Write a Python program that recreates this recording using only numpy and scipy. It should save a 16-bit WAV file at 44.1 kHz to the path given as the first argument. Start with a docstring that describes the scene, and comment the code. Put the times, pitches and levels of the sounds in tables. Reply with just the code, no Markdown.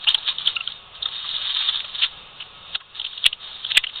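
"""Hammer on dry clay.

A hammer rakes broken clay aside, then strikes it twice, close to a small microphone.
Pieces click, scrape and tumble over a steady low hiss; a thin ring near 3.7 kHz follows the blows.
The microphone passes little above 4.5 kHz and overloads on the hardest contacts."""
import sys
import numpy as np
from scipy import signal
from scipy.fft import rfft, irfft, next_fast_len
from scipy.io import wavfile
from scipy.ndimage import map_coordinates

SR = 44100
rng = np.random.default_rng(int(sys.argv[2]) if len(sys.argv) > 2 else 0)


def master(y):
    """Save y as 16-bit WAV."""
    cut = np.clip(np.atleast_2d(y).T, -1, 1)
    pcm = np.round(cut * 32767)  # scale
    wavfile.write(sys.argv[1], SR, pcm.astype(np.int16))


N = 4 * SR

# hammer and clay contacts: centre_s, level_db, length_s, pitch_hz, half_width_hz, lump_db
CONTACTS = [ (0.045, -26, 0.0037, 3420, 448, -9), (0.075, -13, 0.004, 2870, 245.6, -17.5),
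            (0.081, -8, 0.0014, 2950, 200.3, -24), (0.086, -8, .0013, 3190, 215.3, -30.5),
            (.0905, -9, 0.0038, 3360, 250, -18), (0.108, -20.5, 0.007, 3140, 311, -22.5),
            (0.1127, -22, 0.0012, 2950, 246, -18), (0.1469, -6, 0.0021, 3370, 280, -27),
            (.151, -15.5, 0.005, 3220, 409, -14.5), (0.184, -28, 0.007, 3600, 282, -15.5),
            (0.286, -22, .003, 3280, 297, -15), (0.3858, -15, 0.0014, 3334, 210.4, -30),
            (0.4624, -18, .002, 3420, 291, -31), (0.4761, -7.5, 0.0028, 3318, 140.6, -36),
            (.480, -16, 0.0037, 3290, 261, -23.5), (0.561, -22.5, 0.004, 3695, 249, -29.5),
            (0.568, -16.5, 0.004, 2787, 129.4, -28), (0.61, -23.5, 0.0073, 2763, 150, -20.5),
            (0.6768, -14.5, .0018, 3400, 229, -30), (0.7225, -26, 0.0021, 3480, 301, -22.5),
            (1.0298, -18.5, 0.0046, 3640, 230, -29.5), (1.059, -16.5, 0.0046, 3475, 239, -17),
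            (1.088, -28.5, 0.0036, 3544, 307.5, -12), (1.2922, -18.5, .0022, 3665, 220, -31),
            (1.315, -24.5, .006, 3676, 240, -25), (1.353, -16.5, 0.0014, 3447, 180, -35.5),
            (1.367, -18.5, .0027, 3655, 260, -26), (1.549, -18, .0023, 3570, 250, -30.5),
            (1.591, -15.5, 0.0018, 3635, 250, -22), (1.691, -17.5, 0.013, 3430, 255, -18.5),
            (1.748, -21, .003, 3440, 227.8, -17.5), (1.761, -20, .0037, 3500, 280, -21),
            (1.8057, -25, 0.0036, 3087, 446, -18), (1.848, -29, 0.0054, 3360, 392, -6),
            (2.024, -14, 0.004, 3130, 393, -22.5), (2.036, -14, 0.011, 3120, 400, -20.5),
            (2.046, -15.5, 0.0073, 3350, 351, -14.5), (2.408, -27.5, 0.0062, 2984, 277, -18),
            (2.425, -31.5, .006, 2930, 301, -21), (2.7526, -17, .0029, 3220, 364, -14.5),
            (2.757, -17.5, .0032, 3520, 395.5, -11), (2.809, -41, .0087, 3105, 366, -2),
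            (2.999, -18, 0.0024, 3430, 202.2, -20.5), (3.0177, -19, 0.0015, 3290, 270, -30),
            (3.05, -22.5, .007, 3313, 377, -23), (3.068, -25, .0058, 3260, 339, -20.5),
            (3.134, -29.5, .0038, 3500, 199, -14), (3.1793, -24, 0.0038, 3340, 280, -23.5),
            (3.243, -10, 0.0014, 3300, 250, -27), (3.2585, -10.5, .0034, 2800, 325, -21.5),
            (3.2645, -1.5, .003, 3104, 400, -26.5), (3.267, -20.5, 0.0048, 2986, 490, -16),
            (3.331, -17.5, 0.0025, 3080, 330, -25.5), (3.65, -19, .0033, 3223, 210, -18),
            (3.668, -25, 0.0041, 3440, 249, -25.5), (3.706, -24.5, 0.0057, 3340, 437, -14),
            (3.714, -21.5, .003, 3066, 670, -20.5), (3.7197, -12.5, 0.0019, 3300, 319, -24),
            (3.7508, -20.5, .004, 3130, 452, -21), (3.761, -19.5, 0.0075, 3170, 380, -17),
            (3.77, -14.5, 0.0023, 2730, 280, -21), (3.773, -3, 0.0029, 2740, 279.6, -21.5),
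            (3.776, -11.5, 0.0025, 1908, 120, -22.5), (3.7775, -4, .0037, 3064, 393, -28.5),
            (3.842, -19, 0.0059, 2896, 452, -21.5), (3.8708, -21, .004, 3115, 275, -22.5),
            (3.897, -31.5, 0.0049, 3090, 430, -18.5), (3.96, -27, .0033, 3620, 334.7, -15)]
# dull body of a struck lump: freq_hz, gain_db
LUMP_SPECTRUM = [(60, -36.5), (300, -22.5), (600, 5.5), (900, 3), (1350, 13.5), (1900, 12), (2600, -28.5),
                 (4300, -33.5), (5000, -3)]
# larger lumps landing: start_s, level_db, pitch_hz
KNOCKS = [(0.068, -23.5, 885), (0.094, -28, 1033), (.148, -27, 883), (.175, -28.5, 878),
          (.308, -27.5, 1082), (.479, -25, 1375), (0.564, -19, 1375), (0.586, -29.5, 1359),
          (0.605, -25, 1320), (0.674, -26, 1428), (1.056, -25.5, 1246), (1.242, -24, 1171),
          (2.814, -34, 1072), (2.999, -35.5, 831)]
# sliding rubble: time_s, level_db
SLIDE_ENVELOPE = [(0, -39), (.06, -41), (.1, -21), (.17, -35), (.24, -36), (.28, -22.5), (.315, -24),
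                  (.35, -39.5), (.4, -29.5), (.45, -31), (.48, -23), (.55, -36), (.6, -36.5), (.74, -37),
                  (.8, -48), (.92, -66.5), (.955, -32.5), (.99, -49), (1.06, -40), (1.14, -31.5),
                  (1.3, -28.5), (1.37, -27), (1.42, -28), (1.47, -22.5), (1.52, -27), (1.56, -22),
                  (1.7, -24), (1.72, -27), (1.77, -23.5), (1.83, -36), (1.925, -34), (1.955, -26.5),
                  (1.975, -34), (2.0, -25.5), (2.045, -25), (2.075, -32), (2.13, -41.5), (2.35, -55),
                  (2.41, -34.5), (2.45, -48.5), (2.68, -49.5), (2.745, -31.5), (2.79, -58.5), (2.93, -55),
                  (2.95, -36.5), (3.06, -40), (3.1, -37), (3.22, -38.5), (3.26, -23), (3.3, -43),
                  (3.38, -50), (3.435, -33.5), (3.56, -36), (3.63, -33.5), (3.69, -33), (3.76, -34),
                  (3.8, -40.5), (3.91, -45.5), (3.94, -34.5), (4, -33)]
# sliding crumbs: freq_hz, gain_db
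CRUMB_SPECTRUM = [(100, -58.5), (300, -54), (600, -34.5), (850, -21.5), (1200, -17), (1600, -17),
                  (2200, -18), (2700, -11.5), (3100, -3), (3750, 1), (4000, -13), (4300, -13.5),
                  (5000, -16.5)]
# narrow ringing tones after each contact: pitch_hz, level_db, t60_s
RING_TONES = [(800, -8.5, 0.094), (1310, -4, 0.058), (1620, -9.5, 0.041), (2013, -4, 0.049),
              (2510, -10.5, 0.023), (2880, -8, .06), (3400, -9.5, .08), (3663, -5, 0.11)]
# background hiss: freq_hz, gain_db
HISS_SPECTRUM = [(20, -3), (35, -1.5), (60, -6.5), (100, -6), (160, -6.5), (280, -16.5), (500, -9.5),
                 (800, -8), (1250, -3), (1500, -9.5), (1900, -13), (2250, -11.5), (2700, -3.5), (3200, -5),
                 (3650, 0.5), (4000, -20.5), (4400, -21.5), (5000, -19.5)]
# brief dip in the hiss: time_s, gain_db
HISS_ENVELOPE = [(2.765, 1), (2.785, -9), (2.93, -2.5), (3.05, -2.5), (3.3, -2)]
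# microphone treble roll-off: freq_hz, gain_db
MIC_RESPONSE = [(4250, -0.5), (4480, -14.5), (4650, -33), (4850, -55), (5400, -82)]


def contacts(trim_db=1):
    """Each contact rings a strongly damped shard and knocks the lump behind it."""
    out = np.zeros(N)
    for centre_s, level_db, length_s, pitch_hz, half_width_hz, lump_db in CONTACTS:
        force = fractures(length_s)
        shard = filtered(force, lambda hz: (1 + ((hz - pitch_hz) / (3.36 * half_width_hz)) ** 2) ** -4)
        lump = shaped(force, LUMP_SPECTRUM)
        click = unit_rms(shard) + amp(lump_db) * unit_rms(lump)
        gain = amp(level_db + trim_db) * np.sqrt(length_s * SR / len(click))
        add_centred(out, gain * click, centre_s)
    return out


def fractures(length_s, crush_db=-12.5, rise_s=0.0061, fall_s=0.0084, size=3072):
    """A snap inside a crunch of tiny fractures; crumbs crush before and after it."""
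    t = (np.arange(size) - size // 2) / SR
    core = np.exp(-(t / (0.86 * length_s)) ** 2)
    crush = amp(crush_db) * np.exp(-np.abs(t) / np.where(t < 0, rise_s, fall_s))
    force = rng.standard_normal(size) * (core + crush)
    force /= np.linalg.norm(force)
    force[size // 2] += 2.2 * np.exp(-length_s / 0.0017)  # short contacts snap, long ones crunch
    return force


def knocks(rise_s=0.0037, t60_s=0.05, overtone_ratio=1.6, overtone_db=-9, size=8192):
    """Larger lumps land with a short, rough, hollow note and one overtone."""
    out = np.zeros(N)
    t = (np.arange(size) - size // 2).clip(0) / SR
    envelope = (1 - np.exp(-t / rise_s)) * amp(-60 * t / t60_s)
    roughness_rad = 0.52 * wobble(350)
    for row, (start_s, level_db, pitch_hz) in enumerate(KNOCKS):
        phase = 2 * np.pi * pitch_hz * t + roughness_rad[row * size:][:size]
        note = np.sin(phase) + amp(overtone_db) * np.sin(overtone_ratio * phase)
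        add_centred(out, amp(level_db) * envelope * note, start_s)
    return out


def rubble(grains_per_s=1300, spread_db=2.5, dust_db=-4.5, jerk_db=1.98):
    """Pieces slide in jerks: a dense rattle of crumbs over the rub of dust."""
    impulses = (rng.random(N) < grains_per_s / SR) * rng.choice([-1, 1], N)
    grains = impulses * amp(spread_db * np.minimum(rng.exponential(size=N), 3))
    rattle = unit_rms(grains) + amp(dust_db) * rng.standard_normal(N)
    scrape = comb_colour(shaped(rattle, CRUMB_SPECTRUM), copy_gain=0.25)
    return scrape * amp(curve(SLIDE_ENVELOPE) + jerk_db * wobble(70))


def scatter_and_ring(clay, scatter_db=-21.5, scatter_t60_s=0.036, ring_db=-18):
    """Short scatter and narrow tones after each contact, the longest a thin ring near 3.7 kHz."""
    t = np.arange(SR // 4) / SR
    scatter_ir = rng.standard_normal(len(t)) * amp(-60 * t / scatter_t60_s)
    ring_ir = sum(np.cos(2 * np.pi * hz * t) * amp(db - 60 * t / t60_s) for hz, db, t60_s in RING_TONES)
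    scatter = unit_rms(signal.fftconvolve(clay, scatter_ir)[:N])
    ring = unit_rms(signal.fftconvolve(clay, ring_ir)[:N])
    return clay.std() * (amp(scatter_db) * scatter + amp(ring_db) * ring)


def background(hiss_db=-43, waver_db=1.6, hum_hz=402, hum_db=-71):
    """Slightly wavering hiss and rumble with one brief dip; a faint hum."""
    hiss = comb_colour(shaped(rng.standard_normal(N), HISS_SPECTRUM), copy_gain=0.41)
    hum = np.sqrt(2) * np.sin(2 * np.pi * hum_hz * np.arange(N) / SR + 0.5 * wobble(6))
    level_db = hiss_db + curve(HISS_ENVELOPE) + waver_db * wobble(8.3)
    return amp(level_db) * hiss + amp(hum_db) * hum


def comb_colour(x, copy_gain, min_delay_s=0.003, max_delay_s=0.022, corner_hz=710, count=7):
    """Short delayed copies give a faint hollow colour above corner_hz. Output at rms 1."""
    delays_s = rng.uniform(min_delay_s, max_delay_s, count)
    copies = sum((-1) ** k * np.pad(x, (int(s * SR), 0))[:N] for k, s in enumerate(delays_s))
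    highpass = lambda hz: copy_gain * hz ** 4 / (hz ** 4 + corner_hz ** 4)
    power_trim = lambda hz: 1 / np.sqrt(1 + count * highpass(hz) ** 2)
    treble_copies = filtered(copies, lambda hz: highpass(hz) * power_trim(hz))
    return unit_rms(filtered(x, power_trim) + treble_copies)


def amp(db):
    """Decibels to gain."""
    return 10 ** (np.asarray(db) / 20)


def unit_rms(x):
    """Scale to rms 1."""
    return x / np.sqrt(np.mean(x ** 2) + 1e-20)


def curve(rows):
    """One value per sample from (time_s, value) rows."""
    return np.interp(np.arange(N) / SR, *np.transpose(rows))


def wobble(knots_per_s):
    """Smooth random curve."""
    knots = rng.standard_normal(int(N * knots_per_s / SR) + 4)
    return map_coordinates(knots, [np.arange(N) * knots_per_s / SR])


def filtered(x, response):
    """Apply response(hz) by FFT."""
    size = next_fast_len(len(x) + 4096)
    return irfft(rfft(x, size) * response(np.fft.rfftfreq(size, 1 / SR)), size)[:len(x)]


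def shaped(x, spectrum):
    """Filter by (freq_hz, gain_db) rows, joined on a log axis."""
    freq_hz, gain_db = np.transpose(spectrum)
    return filtered(x, lambda hz: amp(np.interp(np.log(hz + 1), np.log(freq_hz + 1), gain_db)))


def add_centred(track, sound, centre_s):
    """Mix a sound in with its midpoint at centre_s."""
    at = round(centre_s * SR) - len(sound) // 2 + np.arange(len(sound))
    inside = (at >= 0) & (at < N)
    track[at[inside]] += sound[inside]


def scene():
    """Clay and hammer over the background, mono."""
    clay = contacts() + knocks() + rubble()
    return (clay + scatter_and_ring(clay) + background())[None]


def record(dry):
    """Narrow-band microphone; loud peaks clip and leave a slow offset."""
    clip_level, hardness, top_hz = 0.68, 16, 15900
    sag_gain, sag_delay_s, sag_rise_s, sag_fall_s = 0.34, 0.007, 0.0005, 0.019
    x = shaped(dry[0], MIC_RESPONSE)
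    clipped = x / (3.5 + np.abs(x / clip_level) ** hardness) ** (1 / hardness)
    excess = np.abs(x - clipped)
    lag = lambda hz, tau_s: 1 / (1 + 2j * np.pi * hz * tau_s)
    delay = lambda hz: np.exp(-2j * np.pi * hz * sag_delay_s)
    sag = filtered(excess, lambda hz: lag(hz, sag_fall_s) * lag(hz, sag_rise_s) * delay(hz))
    return filtered(clipped - sag_gain * sag, lambda hz: 1 / (1 + (hz / top_hz) ** 120))[None]


dry = scene()
out = record(dry)
master(out)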